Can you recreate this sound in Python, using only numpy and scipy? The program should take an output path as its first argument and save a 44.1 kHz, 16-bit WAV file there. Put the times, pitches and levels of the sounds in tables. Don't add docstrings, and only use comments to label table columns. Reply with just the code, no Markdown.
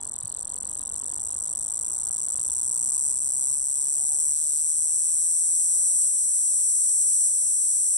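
import sys
import numpy as np
from scipy import signal
from scipy.fft import rfft, irfft, next_fast_len
from scipy.io import wavfile
from scipy.ndimage import uniform_filter1d

SR = 44100
rng = np.random.default_rng(int(sys.argv[2]) if len(sys.argv) > 2 else 0)


def gain_from_decibels(decibels):
    exponent = np.asarray(decibels, float) / 20
    return 10 ** exponent


def unload_wav(signal):
    wavfile.write(
        sys.argv[1],
        SR,
        np.round(np.clip(np.atleast_2d(signal).T, -1, 1) * 32767).astype(np.int16),
    )


N = 351477
RIGHT_LAG_S = 19 / 44100


def evened(x):
    return x / np.sqrt(np.mean(x ** 2) + 1e-20)


def read(points, hz):
    f, value = np.transpose(points)
    return np.interp(np.log(hz + 1), np.log(f + 1), value)


def follow(rows, t):
    s, *columns = np.transpose(rows)
    return np.array([np.interp(t, s, column) for column in columns])


def coloured(x, points, lag_s=0, turn=0):
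    size = next_fast_len(N, True)
    hz = np.fft.rfftfreq(size, 1 / SR)
    response = gain_from_decibels(read(points, hz)) * np.exp(1j * (turn - 2 * np.pi * hz * lag_s))
    return irfft(rfft(x, size) * response, size)[..., :N]


def ring(t, hz, rise_ms, fall_ms, glide_hz, turn):
    ms = t * 1000
    shape = np.exp(-np.where(t < 0, (-ms / rise_ms) ** 3, (ms / fall_ms) ** 2))
    return shape * np.cos(2 * np.pi * (hz + glide_hz * ms / 2) * t + turn)


def noise(points, patchy_db):
    # (frequency [Hz], likeness [0-1])
    likeness = [(40, 0.67), (125, 0.48), (250, 0.49), (500, 0.87), (1200, 0.97), (2400, 1), (4000, 0.39),
                (9000, 0.29)]
    # (frequency [Hz], turn [radians])
    port_turn = [(60, 2.2), (200, 2.34), (500, 1.6), (1200, 3.21)]
    frames, hz = N // 512 + 5, np.fft.rfftfreq(2048, 1 / SR)
    a, b, c, d, patches = rng.standard_normal((frames, 1025, 5)).T
    patches = uniform_filter1d(patches, size=12, axis=0)
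    patches = evened(uniform_filter1d(patches, size=8, axis=1))
    same = np.clip(read(likeness, hz), 0, 1)[:, None]
    late = np.exp(1j * (read(port_turn, hz) - 2 * np.pi * hz * RIGHT_LAG_S))[:, None]
    left, own = a + 1j * b, c + 1j * d
    z = np.array([left, same * late * left + np.sqrt(1 - same ** 2) * own])
    z *= gain_from_decibels(read(points, hz)[:, None] + patchy_db * patches)
    return evened(signal.istft(z, nperseg=2048, noverlap=1536)[1][:, :N])


def hiss():
    # (frequency [Hz], level [dB per Hz])
    spectrum = [(1200, -14), (1800, -4), (2400, -5), (3200, -3.5), (4300, 3.5), (6000, -13), (9000, -6),
                (12000, -21.5), (16500, -34)]
    return gain_from_decibels(-60) * noise(spectrum, 1.0)


def mains(t, hum_db):
    # (frequency [Hz], level [dB])
    appliance_tones = [(50, -66), (76, -65.5), (266.7, -72), (311.2, -72.5)]
    drift = rng.standard_normal((len(appliance_tones), N))
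    drift = uniform_filter1d(drift, size=9000).cumsum(1) * 0.0198
    tones = sum(gain_from_decibels(db) * np.sin(2 * np.pi * hz * t + d) for (hz, db), d in zip(appliance_tones, drift))
    return gain_from_decibels(hum_db + 59) * tones * gain_from_decibels([[1], [-1]])


def house_hum(t, gain_db):
    # (frequency [Hz], level [dB per Hz])
    spectrum = [(22, -39), (38, -7), (59, 2), (80, 0), (212, -6.5), (264, -8), (375, -13.5), (413, -11.5),
                (577, -13.5), (634, -11.5), (1020, -10), (1340, -18.5), (1700, -23.5), (2210, -45),
                (3740, -120)]
    # (time [s], height [dB], half width [s])
    swells = [
        (1.9, 1, 0.029),
        (4.05, 0.5, 0.14),
        (5.88, 2.0, 0.057),
        (6.9, 1, 0.064),
    ]
    hum_db = -57.5 + gain_db
    hum_db = hum_db + sum(db * np.exp(-((t - s) / half) ** 2) for s, db, half in swells)
    return gain_from_decibels(hum_db + 4.0) * noise(spectrum, 1.1) + mains(t, hum_db)


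def squeak(t):
    # (time [s], pitch [Hz], level [dB])
    path = [(3.98, 765.4, -65), (3.998, 746, -64), (4.06, 773, -62), (4.07, 769, -77), (4.114, 796, -56),
            (4.184, 782, -69), (4.2, 783, -72)]
    hz, db = follow(path, t)
    on = (t > path[0][0]) & (t < path[-1][0])
    return uniform_filter1d(on * gain_from_decibels(db + 2.5), size=900) * np.sin(2 * np.pi * np.cumsum(hz) / SR)


def knocks(t):
    # (time [s], level [dB])
    bumps = [
        (0.245, -41),
    ]
    total = 0
    for s, db in bumps:
        push = ring(t - s, 105, 12, 22, 0.63, 0)
        overtone = ring(t - s, 172, 8, 25, 0.66, 0)
        total = total + gain_from_decibels(db - 3.5) * (push + 0.42 * overtone)
    return total


def phone_gain_db(t):
    step_times = [3.125, 3.555, 4.33, 6.082, 7.285]
    step_db, step_s = -2.0, .006
    return sum(step_db * np.clip((t - s) / step_s + .5, 0, 1) for s in step_times)


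def turns(tension, at, order):
    return 1 / (1 + (tension / at) ** order)


def across(rows, tension):
    slack, half, taut = np.transpose(rows)[..., None]
    bend = 4 * half - 2 * slack - 2 * taut
    return slack + (taut - slack) * tension + bend * tension * (1 - tension)


def pull_times():
    # (time [s], pulls made so far [count])
    pace = [(.0263, 0), (.3855, 16), (.7689, 34), (1.1553, 53), (1.5277, 73), (1.9804, 98), (2.5172, 128),
            (2.7112, 140), (3.1703, 170), (3.5268, 194), (3.98, 226), (4.5457, 268), (4.9669, 301),
            (5.5841, 352), (6.2012, 406), (6.8183, 462), (7.4357, 519), (7.9726, 569)]
    slack_per_s, taut_per_s = 45, 93
    s, done = np.transpose(pace)
    even = np.interp(np.arange(done[-1] + 1), done, s)
    gap = np.interp(np.arange(len(even)), (done[1:] + done[:-1]) / 2, np.diff(s) / np.diff(done))
    tension = np.clip((1 / gap - slack_per_s) / (taut_per_s - slack_per_s), 0, 1)
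    uneven = .005 + .085 * turns(tension, .52, order=6)
    walk = np.cumsum(gap * (1 + uneven * rng.standard_normal(len(even))))
    pulls = np.interp(walk, walk[done.astype(int)], s)
    return np.append(.0058, pulls), np.append(0, tension)


def tymbal():
    # (slack [ms], half tight [ms], taut [ms])
    rib_delays = [(.38, .41, .4), (2.26, 2.43, 2.48), (5.2, 5.1, 4.05), (6.1, 6.45, 5.75),
                  (6.65, 6.66, 6.69), (7.96, 8.2, 8.72)]
    # (slack [dB], half tight [dB], taut [dB])
    rib_levels = [(-1, -1, -1.5), (-1.5, 0, -1), (-6, -4.5, -4), (-38, -10, -3.5), (0, -2.5, -8),
                  (-2.5, -.5, -.5)]
    # (slack [Hz], half tight [Hz], taut [Hz])
    rib_pitches = [(8000, 8370, 8630), (8120, 8600, 8860), (8900, 8905, 8955), (9000, 8980, 8960),
                   (8850, 9120, 8740), (8370, 8640, 8810)]
    # (fall [ms], rebound delay [ms], rebound level [dB])
    rib_rings = [(.26, .7, -12), (.35, .8, -17), (.33, .85, -14), (.46, .8, -20), (.31, .75, -16),
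                 (.38, .92, -15)]
    slack_felt = [.4, 1, .5, .5, .3, 1.4]
    # (frequency [Hz], level [dB])
    snap_colour = [(2500, -27), (3800, -4), (4250, 3.5), (4700, 7), (5200, 4), (11000, 17.5), (13500, 1),
                   (15500, 1), (16500, -14), (16900, -8)]
    pulls, tension = pull_times()
    luck = rng.standard_normal((len(pulls), 6, 6)).T

    middle = np.array([0, 0, 1, 1, 0, 0])[:, None]
    scatter_ms = np.where(middle, .05 + .4 * turns(tension, .68, order=8), .025)
    at = (pulls + (across(rib_delays, tension) + scatter_ms * luck[0]) / 1000) * SR

    size = gain_from_decibels(across(rib_levels, tension) + .6 * luck[1])
    size[:2] *= gain_from_decibels(-5.5 * np.exp(-(tension / .16) ** 2))
    joins_at = np.resize((.505, .65)[::-1], len(pulls))
    joins = rng.random(len(pulls)) < (tension - joins_at) / .04
    size[2:4] *= np.where(joins, 1, [[0], [gain_from_decibels(-8)]])

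    hz = (across(rib_pitches, tension) + 65 * luck[2])[..., None]
    fall_ms, rebound_ms, rebound_db = np.transpose(rib_rings)[..., None, None]
    steps = np.floor(at)[..., None].astype(int) + np.arange(-30, 90)
    t, turn = (steps - at[..., None]) / SR, 0.33 * luck[3][..., None]
    slack = (.95 + (1.5 - .95) * (1 - tension) ** 1.6)[None, :, None]
    lift_hz = np.interp(tension, (0, 1), (-110, 488))[:, None]
    snap_db = np.interp(tension, (0, 1), (-4, -1.5))[:, None]
    fall_ms = fall_ms * slack ** np.array(slack_felt)[:, None, None]

    burst = ring(t, hz, .25 * slack ** .3, fall_ms, 1700 / slack, turn)
    rebound = ring(t - rebound_ms / 1000, hz + lift_hz, .25, .4, 900, 3 * luck[5][..., None])
    burst += gain_from_decibels(rebound_db + 1.5 * luck[4][..., None]) * rebound
    side_hz = 5880 + 120 * luck[5][..., None]
    burst += gain_from_decibels(-28) * ring(t - .0003, side_hz, 0.32, 0.45, 30, turn + 2.33)
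    snap = ring(t, 0, 0.11, 0.15, 0, 0) * rng.standard_normal(t.shape)
    snap *= gain_from_decibels(snap_db + 2.1 * luck[4][..., None])

    tone, snaps = (np.bincount(steps.ravel(), (size[..., None] * v).ravel(), N + 999)[:N]
                   for v in (burst, snap))
    return tone + gain_from_decibels(-25.5) * coloured(snaps, snap_colour)


def walls(x, t60):
    taps = rng.choice([-1., 1.], (2, 9000)) * (rng.random((2, 9000)) < .08)
    taps *= gain_from_decibels(-60 * np.arange(9000) / SR / t60) * (np.arange(9000) > 60)
    return signal.fftconvolve(x[None], taps / np.linalg.norm(taps[0]), axes=1)[:, :N]


def cicada(t, gain_db):
    # (time [s], level [dB])
    effort = [(0, -41), (.03, -37.5), (.75, -36), (1.46, -33), (2.3, -31), (3.05, -27.5), (3.25, -27),
              (3.53, -25.3), (3.75, -24.5), (4.3, -22), (4.55, -21), (5.06, -20), (6.05, -18),
              (7.27, -15.5), (7.97, -15)]
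    # (frequency [Hz], level [dB])
    right_colour = [(5000, 1.5), (7000, 2.83), (9000, -3), (11000, -3), (14000, 1)]
    song = tymbal()
    power = uniform_filter1d(uniform_filter1d(song ** 2, size=6000), size=6000)
    song /= np.sqrt(power + 1e-12)
    song *= gain_from_decibels(follow(effort, t)[0] + gain_db + 4.0)
    direct = np.array([song, coloured(song, right_colour, RIGHT_LAG_S, 2.88)])
    return direct + gain_from_decibels(-20) * walls(song, 0.011) + gain_from_decibels(-27.5) * walls(song, 0.12)


def scene():
    t = np.arange(N) / SR
    gain_db = phone_gain_db(t)
    background = hiss() + house_hum(t, gain_db)
    return background + squeak(t) + knocks(t) + cicada(t, gain_db)


def mute_moments(pair):
    # (low edge [Hz], high edge [Hz], share kept [0-1])
    bands = [(1900, 2750, .35), (2750, 3450, .6), (3450, 4150, .45), (4150, 4850, .45), (4850, 5500, .6),
             (5500, 6900, .72), (6900, 7600, .88), (7600, 9300, .98), (9300, 10300, .85),
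             (10300, 11400, .65), (11400, 12400, .36), (12400, 13800, .2), (13800, 15100, .12),
             (15100, 22050, .08)]
    hz, t, z = signal.stft(pair, SR, nperseg=256, noverlap=192)
    block = np.arange(len(t)) // 4
    early = t < 4.32
    mood = rng.standard_normal(len(t))[block]
    for low_hz, high_hz, kept in bands:
        band = (hz >= low_hz) & (hz < high_hz)
        score = 10 * np.log10((abs(z[:, band]) ** 2).mean(1) + 1e-20)
        score -= .75 * uniform_filter1d(score, size=300)
        own_luck = rng.standard_normal((len(t), 2))[block].T
        score = uniform_filter1d(score, size=3) + 3.5 * mood + 3.5 * own_luck
        limit = np.quantile(score[:, early], 1 - kept, axis=1)[:, None]
        z[:, band] *= ~(early & (score < limit))[:, None]
    return signal.istft(z, SR, nperseg=256, noverlap=192)[1][:, :N]


def mute_bands(pair):
    # (start [s], low edge [Hz], high edge [Hz], share kept in mid [0-1], share kept in side [0-1])
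    bands = [(4.32, 700, 1500, 1, .1), (4.32, 1550, 1750, .8, 1), (4.32, 1750, 2050, .2, 1),
             (4.32, 2050, 2750, 0, 1), (4.32, 2750, 3000, .6, 1), (4.32, 3100, 3900, 1, .03),
             (4.62, 4200, 5150, 0, 1), (4.62, 11450, 11700, .4, .08), (4.62, 11700, 12700, 0, 0),
             (4.62, 12700, 13050, .12, 0), (4.62, 13050, 13300, 1, .3), (4.62, 13750, 14450, 0, 1),
             (4.62, 14450, 15100, .6, .04), (4.62, 15100, 15750, .92, 0), (4.32, 15750, 22050, 0, 0),
             (4.32, 14450, 15750, .85, .3)]
    hz, t, z = signal.stft(pair, SR, nperseg=2048, noverlap=1536)
    for start, low_hz, high_hz, *kept in bands:
        luck = rng.random((len(t), 2))[np.arange(len(t)) // 3].T
        lost = luck > np.array(kept)[:, None]
        z[:, (hz >= low_hz) & (hz < high_hz)] *= ~(lost & (t >= start))[:, None]
    weak = ((hz > 1400) & (hz < 5000) | (hz > 12700))[:, None] & (t > 4.62)
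    around = uniform_filter1d(uniform_filter1d(abs(z), size=15, axis=1), size=5, axis=2)
    z *= ~(weak & (abs(z) < 1.2 * around))
    return signal.istft(z, SR, nperseg=2048, noverlap=1536)[1][:, :N]


def thin_out(x):
    pair = np.array([x[0] + x[1], x[0] - x[1]])
    mid, side = mute_bands(mute_moments(pair))
    return np.array([mid + side, mid - side]) / 2


def roll_off(x):
    return signal.sosfilt(signal.butter(12, 16970, fs=SR, output="sos"), x)


def record(dry):
    # (frequency [Hz], level [dB])
    bass_cut = [(20, -24), (33, -7), (44, -7.5), (52, 1.5), (20000, 0)]
    mix = thin_out(coloured(dry, bass_cut))
    return roll_off(mix)


dry = scene()
out = record(dry)
unload_wav(out)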